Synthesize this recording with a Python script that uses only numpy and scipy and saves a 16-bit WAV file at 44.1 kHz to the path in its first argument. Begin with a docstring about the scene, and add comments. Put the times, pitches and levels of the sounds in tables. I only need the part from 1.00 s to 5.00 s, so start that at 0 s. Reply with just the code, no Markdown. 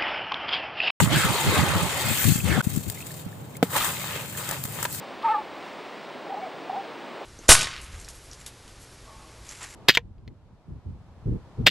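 """Raking mud and crumbling dry blocks

Hands rake wet grit through a tub of muddy water and let it dribble back, while puffs of air buffet
the microphone. After an abrupt cut, two dry blocks shed sand, knock together, collapse and are
crumbled into the water. A low outdoor rumble lies under it all. The grit is made of thousands of
tiny impacts, and each bubble is a short ring that rises in pitch."""
import sys
import numpy as np
from scipy import signal
from scipy.fft import rfft, irfft, next_fast_len
from scipy.io import wavfile
from scipy.ndimage import uniform_filter1d, map_coordinates

SR = 44100
rng = np.random.default_rng(int(sys.argv[2]) if len(sys.argv) > 2 else 0)


def unload_wav(signal):
    """Save mono or channel-first audio to the path in sys.argv[1] as 16-bit WAV at rate SR, clipped to [-1, 1]."""
    wavfile.write(
        sys.argv[1],
        SR,
        np.round(np.clip(np.atleast_2d(signal).T, -1, 1) * 32767).astype(np.int16),
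    )


N = 176400
CUT_S = 1.615  # the mud scene ends and the block scene begins

# How loud each action is over time. Levels in all tables are before mixing.
# Raking the mud: time_s, slosh_db, scrape_db, fizz_db
RAKING = [(0.005, -13, -28.5, -28), (0.017, -27, -36, -29), (0.031, -41, -28, -31), (0.079, -29, -42, -41),
          (0.133, -27.5, -25.5, -41), (0.173, -29.5, -27, -31), (0.321, -30, -29.5, -35.5),
          (0.451, -28.5, -29, -35), (0.589, -24, -27.5, -34.5), (0.639, -29, -32, -38),
          (0.799, -29.5, -32, -37.5), (0.879, -31.5, -33.5, -38.5), (1.075, -32.5, -29.5, -34.5),
          (1.295, -43, -32.5, -29.5), (1.365, -43, -35, -34.5), (1.425, -56, -47.5, -42.5),
          (1.46, -33, -36.5, -39), (1.555, -30.5, -33, -41), (1.61, -31.5, -37, -43.5)]
# Sand trickling off the blocks: time_s, patter_db, hiss_db
TRICKLE = [(1.63, -45, -42), (1.634, -47.5, -39), (2.212, -51, -44.5), (2.246, -54, -53),
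           (2.518, -58.5, -56), (2.558, -53, -54), (2.6, -70, -86)]
# Crumbling the blocks: time_s, crunch_db, grit_db, hiss_db
CRUMBLE = [(2.66, -45, -47.5, -46), (2.69, -48.5, -55, -46), (2.735, -29, -39.5, -34),
           (2.768, -23, -30.5, -26), (2.794, -34, -31.5, -30.5), (2.868, -28.5, -34, -28.5),
           (2.95, -44.5, -41, -38), (3.152, -37.5, -36.5, -40), (3.302, -49, -48, -42.5),
           (3.532, -35, -38.5, -37.5), (3.61, -49.5, -49.5, -43), (3.652, -56, -52, -39),
           (3.69, -49.5, -51, -41.5), (3.786, -40, -41.5, -39), (3.846, -39.5, -41.5, -35),
           (3.854, -27, -30.5, -34), (3.868, -42.5, -48, -44.5), (3.924, -51, -52, -36),
           (4.0, -52, -49, -38.5)]

# The tone of each sound, from bass to treble: frequency_hz, level_db
RUMBLE_TONE = [(45, -57), (75, -8), (110, 1), (150, 2), (200, -7.5), (300, -12.5), (550, -14.5),
               (1000, -19.5), (2500, -33), (6000, -41.5)]
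PUFF_TONE = [(45, -50), (70, -0.5), (100, 3.5), (170, 0.5), (260, -10), (400, -18), (800, -50.5)]
SLOSH_TONE = [(150, -46), (260, -10), (400, -20), (540, 1.5), (750, -5.5), (1100, 2), (1500, -5),
              (2100, -2), (3500, -28)]
SCRAPE_TONE = [(800, -27), (1400, -4), (1900, -3), (2600, -2), (3500, -1.5), (4500, -5.5), (5600, -14),
               (8000, -23)]
FIZZ_TONE = [(3000, -9), (4500, -7), (5700, -4.5), (7300, 6), (8600, 3.5), (10500, -3), (12500, -7.5),
             (14500, -3), (16000, -20)]
CRUNCH_TONE = [(180, -27), (380, -8.5), (580, 1.5), (760, -9.5), (1000, 0), (1400, -3), (1850, -3.5),
               (3500, -45)]
GRIT_TONE = [(800, -9.5), (1400, -6.5), (1900, -1), (2700, -1), (3800, -2.5), (4700, -10), (5800, -15),
             (8000, -20)]
SAND_TONE = [(3000, -7.5), (4500, -3), (5700, -6.5), (7400, 4.5), (8800, 1), (10800, -4.5), (12500, -2.5),
             (14500, 1), (16000, -3)]
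TINKLE_TONE = [(7000, -23), (10000, -14), (12500, 0.5), (15000, 0)]

# How alike left and right are (1 is identical): frequency_hz, likeness
LIKENESS = [(250, 1), (600, 0.88), (1200, 0.72), (2200, 0.05), (4000, 0.024), (7500, 0.48), (11000, 0.34),
            (15000, 0.13)]
# How much louder the left side is: frequency_hz, left_minus_right_db
BALANCE = [(1200, 0), (2500, 0.6), (4500, 2.5), (6000, 4), (8000, 2), (9500, -0.5), (12000, 3.5),
           (15000, 12)]
# Where air hits the microphone: side, left_minus_right_db
SIDE_DB = {"left": 48, "both": 0.5, "right": -21.5}
# Puffs of air: centre_s, length_s, level_db, side
PUFFS = [(0.021, 0.023, -17.5, "left"), (0.064, 0.036, -25, "right"), (0.154, 0.064, -21.5, "right"),
         (0.256, 0.017, -21, "both"), (0.307, 0.023, -24, "right"), (0.485, 0.036, -19, "both"),
         (0.538, 0.014, -26, "left"), (0.589, 0.022, -20, "both"), (0.62, 0.026, -21.5, "right"),
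         (0.705, 0.05, -27.5, "right"), (0.765, 0.026, -21, "both"), (0.837, 0.031, -23, "right"),
         (1.067, 0.024, -27.5, "left"), (1.111, 0.028, -25, "left"), (1.289, 0.043, -15, "left"),
         (1.387, 0.02, -31, "both"), (1.453, 0.031, -22, "left"), (1.516, 0.05, -20, "left"),
         (1.585, 0.026, -18.5, "left"), (1.753, 0.078, -28.5, "left"), (1.884, 0.031, -28, "left")]
# Sharp pops of air: time_s, level_db, side
POPS = [(0.029, -10.5, "left"), (0.041, -10, "right"), (0.076, -15.5, "right"), (0.119, -13.5, "right"),
        (0.171, -13, "left"), (0.594, -12.5, "right"), (0.637, -12.5, "right"), (1.256, -13, "left"),
        (1.29, -13.5, "left"), (1.322, -9, "left"), (1.36, -14, "left"), (1.673, -9.5, "left"),
        (1.776, -11, "left"), (2.266, -22.5, "right"), (3.654, -23.5, "right")]
# Single bubbles and drips: start_s, level_db, pitch_hz
DRIPS = [(1.403, -25, 2500), (1.553, -30, 1420), (1.573, -24, 730), (1.606, -16, 1426), (1.974, -38, 2070),
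         (2.006, -34, 2400), (2.025, -33, 2600), (2.106, -37, 1740), (2.327, -41, 1690), (2.553, -39, 2100),
         (2.753, -18, 1020), (2.771, -33, 1100), (2.809, -20.5, 1206), (3.35, -31.5, 1670),
         (3.8515, -21, 938)]
# Grains splitting: start_s, level_db
CLICKS = [(1.24, -14), (3.4912, -12), (3.512, -20), (3.639, -9), (3.7238, -19), (3.8285, -15), (3.843, -10),
          (3.9275, -12)]
# Grains and lumps snapping: start_s, tick_db, body_db, decay_s
SNAPS = [(.045, -21, -38, 0.014), (.057, -33, -20, 0.017), (1.241, -22, -27.5, 0.046),
         (1.701, -30, -45, 0.019), (1.7602, -30, -55, 0.045), (1.779, -28, -51, 0.013),
         (1.8988, -19.5, -54, 0.015), (2.067, -31, -52, 0.028), (2.567, -34.5, -47, 0.026),
         (2.705, -37, -35, 0.036), (2.763, -28, -20, 0.037), (2.846, -24, -24, 0.024),
         (3.372, -34.5, -47, 0.26), (3.4902, -18, -36, 0.0092), (3.5105, -20.5, -25.5, 0.022),
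         (3.6382, -18.5, -40, 0.009), (3.652, -27, -32, 0.03), (3.827, -19.5, -26, 0.018),
         (3.852, -24, -25, 0.012), (3.946, -29, -37, 0.032)]
# The blocks meeting: start_s, level_db
KNOCKS = [(2.628, -7), (2.6319, -13.5)]
# The notes a struck block rings with: pitch_hz, level_db, decay_s
BLOCK_NOTES = [(184, -8.5, 0.066), (278, -2, 0.025), (462, -2, .028), (653, -1, 0.021),
               (1360, -7.5, 0.0084), (1940, -17, .014), (3180, -19.5, 0.03)]
# Fingers digging in: start_s, length_s, swell_s, first_hz, last_hz, glide_bend, scatter_octaves, level_db
STROKES = [(0.116, .31, 0.052, 2610, 935, 1.67, 0.352, -30),
           (.505, 0.39, 0.066, 1750, 1034, 1.48, 0.43, -32.5),
           (1.451, .16, 0.06, 2680, 995, 0.74, 0.29, -32.5)]


def amp(db):
    """Turn decibels into a gain; a decay time is how long a sound takes to fall 60 dB."""
    return 10 ** (np.asarray(db) / 20)


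def unit(x):
    """Scale a signal to an average power of 1."""
    return x / np.sqrt(np.mean(x ** 2) + 1e-20)


def along(points, hz):
    """Read between the rows of a frequency table, on a log scale."""
    freqs, values = np.transpose(points)
    return np.interp(np.log(hz + 1), np.log(freqs + 1), values)


def clock():
    """The time of every sample, in seconds."""
    return np.arange(N) / SR


def gains(rows):
    """One gain curve for each level column of a table."""
    times, *levels = np.transpose(rows)
    return [amp(np.interp(clock(), times, db)) for db in levels]


def wobble(rate):
    """A smooth curve through `rate` random values a second."""
    return map_coordinates(rng.standard_normal(4096), [clock() * rate], mode="mirror")


def filtered(x, response):
    """Scale each frequency in x by response(hz)."""
    size = next_fast_len(N + 8192)
    return irfft(rfft(x, size) * response(np.fft.rfftfreq(size, 1 / SR)), size)[..., :N]


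def pan(db):
    """Left and right gains, with the left louder by db."""
    return unit(amp(np.array([[db], [-db]]) / 2))


def add(track, start_s, sound):
    """Mix a short sound into a track."""
    i = max(0, round(start_s * SR))
    part = track[..., i:i + sound.shape[-1]]
    part += sound[..., :part.shape[-1]]


def noise(tone, likeness=LIKENESS, sizes=1):
    """Stereo noise with the given tone; sizes scales each sample before the tone is shaped."""
    def response(hz):
        angle = np.arccos(np.clip(along(likeness, hz), -1, 1)) / 2
        return amp(along(tone, hz)) * [np.cos(angle), np.sin(angle)]
    mid, side = filtered(sizes * rng.standard_normal((2, N)), response)
    return unit(np.array([mid + side, mid - side]))


def patchy(x, depth_db):
    """Let resonances come and go as the water and the heap change shape."""
    spectra = signal.stft(x, nperseg=512)[2]
    patches = rng.standard_normal(spectra.shape[1:])
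    for _ in range(2):
        patches = uniform_filter1d(uniform_filter1d(patches, size=4, axis=0), size=7, axis=1)
    less_in_treble = 1 / np.hypot(1, np.fft.rfftfreq(512, 1 / SR) / 6000)
    change = amp(depth_db * unit(patches) * less_in_treble[:, None])
    return signal.istft(spectra * change, nperseg=512)[1][:, :N]


def grains(tone, rate, spread, clump, patchy_db=2):
    """About `rate` tiny impacts a second; spread varies their size, clump makes them surge."""
    hits = rng.random(N) < rate / SR
    sizes = hits * np.exp(spread * np.minimum(rng.standard_normal(N), 2))
    stream = patchy(noise(tone, sizes=sizes), patchy_db)
    return unit(stream * np.exp(clump * wobble(110)))


def bubble(hz, cycles=38.4, rise=0.2):
    """A fading ring whose pitch rises as the bubble nears the surface."""
    samples = SR * cycles / hz
    age = np.arange(int(samples)) / samples  # runs from 0 to 1
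    ring = np.sin(2 * np.pi * cycles * (age + rise * age ** 2 / 2))
    return ring * 0.0011 ** age * (1 - np.exp(-age * cycles))


def froth(hz, octaves, spread_db, count):
    """Many small bubbles scattered in time, pitch, loudness and place."""
    out = np.zeros((2, N))
    starts = rng.random(count) * N / SR
    scatter = np.clip(rng.standard_normal((count, 3)), -2, 2)
    for start, (pitch, size, place) in zip(starts, scatter):
        add(out, start, amp(spread_db * size) * pan(4 * place) * bubble(hz * 2 ** (octaves * pitch)))
    return unit(out)


def rumble():
    """A low, steady outdoor rumble."""
    return amp(-40) * noise(RUMBLE_TONE, likeness=[(60, 0.47), (150, 0.97), (600, 0.27), (2000, 0.061)])


def air(pop_hz=157):
    """Puffs and pops of air hit the microphone's two openings unequally."""
    t, puffs, pops = clock(), np.zeros((2, N)), np.zeros((2, N))
    for centre, length, db, side in PUFFS:
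        puffs += amp(db) * pan(SIDE_DB[side]) * np.exp(-2 * ((t - centre) / length) ** 2)
    for centre, db, side in POPS:
        away = (np.pi * pop_hz * (t - centre)) ** 2
        pops += amp(db) * pan(SIDE_DB[side]) * (2 * away - 1) * np.exp(-away)
    swirl = noise(PUFF_TONE, likeness=[(100, 0)])
    swirl /= np.sqrt(np.abs(uniform_filter1d(swirl ** 2, size=800)) + 0.021)  # even out its loudness
    draught = amp(-38.5) * (t < CUT_S)
    return (puffs + draught) * swirl + pops


def tub(x, decay_s=0.013, echo_db=-11):
    """Add quick echoes from the walls of the tub."""
    t = clock()[:SR // 6]
    tail = rng.standard_normal((2, len(t))) * amp(-60 * t / decay_s) * (t > .0015)
    echoes = signal.fftconvolve(x, tail / np.linalg.norm(tail[0]), axes=1)[:, :N]
    return x + amp(echo_db) * echoes


def tinkle():
    """Fine grains and droplets make sparse, very bright ticks."""
    return grains(TINKLE_TONE, rate=320, spread=0.59, clump=0.085)


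def dribble(centre_s=1.22, width_s=0.18):
    """Wet grit pours from the lifted hands and sprays on the water."""
    swell = np.exp(-((clock() - centre_s) / width_s) ** 2)
    return amp(-29.5) * swell * grains(TINKLE_TONE, rate=5700, spread=0.27, clump=0.27)


def drips():
    """Larger bubbles ring out one at a time."""
    out = np.zeros(N)
    for start, db, hz in DRIPS:
        add(out, start, amp(db + 3.5) * bubble(hz))
    return out


def trickle():
    """Loose sand falls from the blocks and patters on the water."""
    patter, hiss = gains(TRICKLE)
    drops = amp(-1) * grains(GRIT_TONE, rate=3000, spread=0.2, clump=0.21)
    drops += amp(-18) * froth(2380, octaves=0.43, spread_db=0, count=1200)
    sand = amp(0.5) * grains(SAND_TONE, rate=5200, spread=0.1, clump=0.28)
    return patter * drops + hiss * sand


def clicks(ring_hz=12500, decay_s=.0006):
    """Hard grains split with very short, bright clicks."""
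    out, t = np.zeros(N), clock()[:SR // 100]
    for start, db in CLICKS:
        add(out, start, amp(db - 60 * t / decay_s) * np.cos(2 * np.pi * ring_hz * t))
    return out


def snaps(attack_s=0.00085):
    """Each snap is a bright tick over a duller burst from the lump that breaks."""
    tick, body, t = np.zeros(N), np.zeros(N), clock()[:SR // 8]
    rise = 1 - np.exp(-t / attack_s)
    for start, tick_db, body_db, decay in SNAPS:
        add(tick, start, rise * amp(tick_db - 60 * t / decay))
        add(body, start, rise * amp(body_db - 60 * t / decay))
    bright = amp(2.5) * patchy(noise(SAND_TONE), depth_db=3.5)
    bright += amp(-7.5) * noise(TINKLE_TONE) + amp(-12) * noise(GRIT_TONE)
    dull = amp(-4) * noise(GRIT_TONE) + amp(2) * noise(CRUNCH_TONE)
    return tick * bright + body * dull


def knock(lowest_hz=125):
    """The blocks meet: a dull double knock, a gritty crack and a spray of loosened sand."""
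    ring, crack, spray = np.zeros((3, N))
    t = clock()[:SR // 4]
    for start, db in KNOCKS:
        for hz, note_db, decay in BLOCK_NOTES:
            add(ring, start, amp(db + note_db - 60 * t / decay) * np.sin(2 * np.pi * hz * t))
    first_s = KNOCKS[0][0]
    add(crack, first_s, amp(-20 - 60 * t / .028))
    add(spray, first_s, amp(-27.5 - 60 * t / 0.077))
    thud = signal.sosfilt(signal.butter(3, lowest_hz, "high", fs=SR, output="sos"), ring)
    grit = noise(GRIT_TONE)
    sand = grains(SAND_TONE, rate=6300, spread=0.22, clump=0.091)
    return thud + crack * grit + spray * sand


def crumble():
    """The blocks crunch in the hands; grit and sand rain into the water."""
    crunch, grit, hiss = gains(CRUMBLE)
    lumps = amp(-1) * grains(CRUNCH_TONE, rate=2200, spread=0.38, clump=0.099)
    lumps += amp(-10.5) * froth(1022, octaves=0.27, spread_db=3, count=800)
    chips = amp(0.5) * grains(GRIT_TONE, rate=3500, spread=0.13, clump=0.054)
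    chips += amp(-8.5) * froth(2620, octaves=0.4, spread_db=-2, count=1000)
    sand = amp(1.5) * grains(SAND_TONE, rate=7000, spread=0.082, clump=0.087) + amp(-16) * tinkle()
    pebbles = amp(-9) * grains(GRIT_TONE, rate=160, spread=0.25, clump=0)
    return crunch * lumps + grit * (chips + pebbles) + hiss * sand


def squelches(count=420, clump_db=1.8, narrowing=1.47):
    """Each stroke of the hands frees bubbles that come larger, so lower, and more alike as it goes."""
    out = np.zeros((2, N))
    for start, length, swell, first_hz, last_hz, bend, octaves, db in STROKES:
        swarm = np.zeros((2, N))
        bubbles = zip(rng.random(count), rng.uniform(-1, 1, count), rng.normal(0, 6, count))
        for progress, scatter, place_db in bubbles:
            glide_hz = last_hz * (first_hz / last_hz) ** ((1 - progress) ** bend)
            hz = glide_hz * 2 ** (2 * octaves * scatter * np.exp(-narrowing * progress))
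            age = progress * length / swell
            level = min(.2 + age ** 2, 1 / np.sqrt(age + 1e-6))  # swells, then eases off
            level *= np.sqrt(1 - progress ** 4)
            add(swarm, start + progress * length, level * pan(place_db) * bubble(hz))
        out += amp(db) * unit(swarm * amp(clump_db * wobble(69.67))) * np.sqrt(length * SR / N)
    return out


def mud():
    """Water sloshes and bubbles round the fingers, gravel scrapes, droplets fizz."""
    slosh, scrape, fizz = gains(RAKING)
    water = amp(-3) * grains(SLOSH_TONE, rate=3500, spread=0.24, clump=0.045, patchy_db=1)
    water += amp(-6.5) * froth(809, octaves=0.542, spread_db=0.5, count=600)
    gravel = amp(-0.5) * grains(SCRAPE_TONE, rate=6000, spread=0.12, clump=0.031, patchy_db=2.5)
    gravel += amp(-9.5) * froth(2945, octaves=0.3, spread_db=2, count=1300)
    spray = amp(2.5) * grains(FIZZ_TONE, rate=9000, spread=0.057, clump=0.18) + amp(-5.5) * tinkle()
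    churn = (slosh / amp(-28.5)).clip(0, 2) ** 1.56  # deep bubbles swell faster than the slosh
    gulps = amp(-37.5) * churn * froth(475, octaves=0.346, spread_db=1.5, count=500)
    return slosh * water + gulps + scrape * gravel + squelches() + fizz * spray


def scene():
    """Wet raking until the cut, then the trickle, and from the knock on the crumbling."""
    t = clock()
    raking = mud()
    blocks = np.where(t < KNOCKS[0][0], trickle(), crumble())
    handwork = np.where(t < CUT_S, raking, blocks)
    outdoors = rumble()
    return tub(handwork + dribble() + snaps() + clicks() + drips()) + knock() + air() + outdoors


def record(dry, gap_s=0.0076, fade_in_s=0.0052, top_hz=15550):
    """The level dips briefly at the cut, the left side is brighter, and the top treble is removed."""
    t = clock()
    dip = np.where(t < CUT_S, 1, np.clip((t - CUT_S - gap_s) / fade_in_s, .1, 1))
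    sides = np.array([[.5], [-.5]])
    return filtered(dry * dip, lambda hz: amp(along(BALANCE, hz) * sides) * (hz < top_hz))


dry = scene()
out = record(dry)
unload_wav(out)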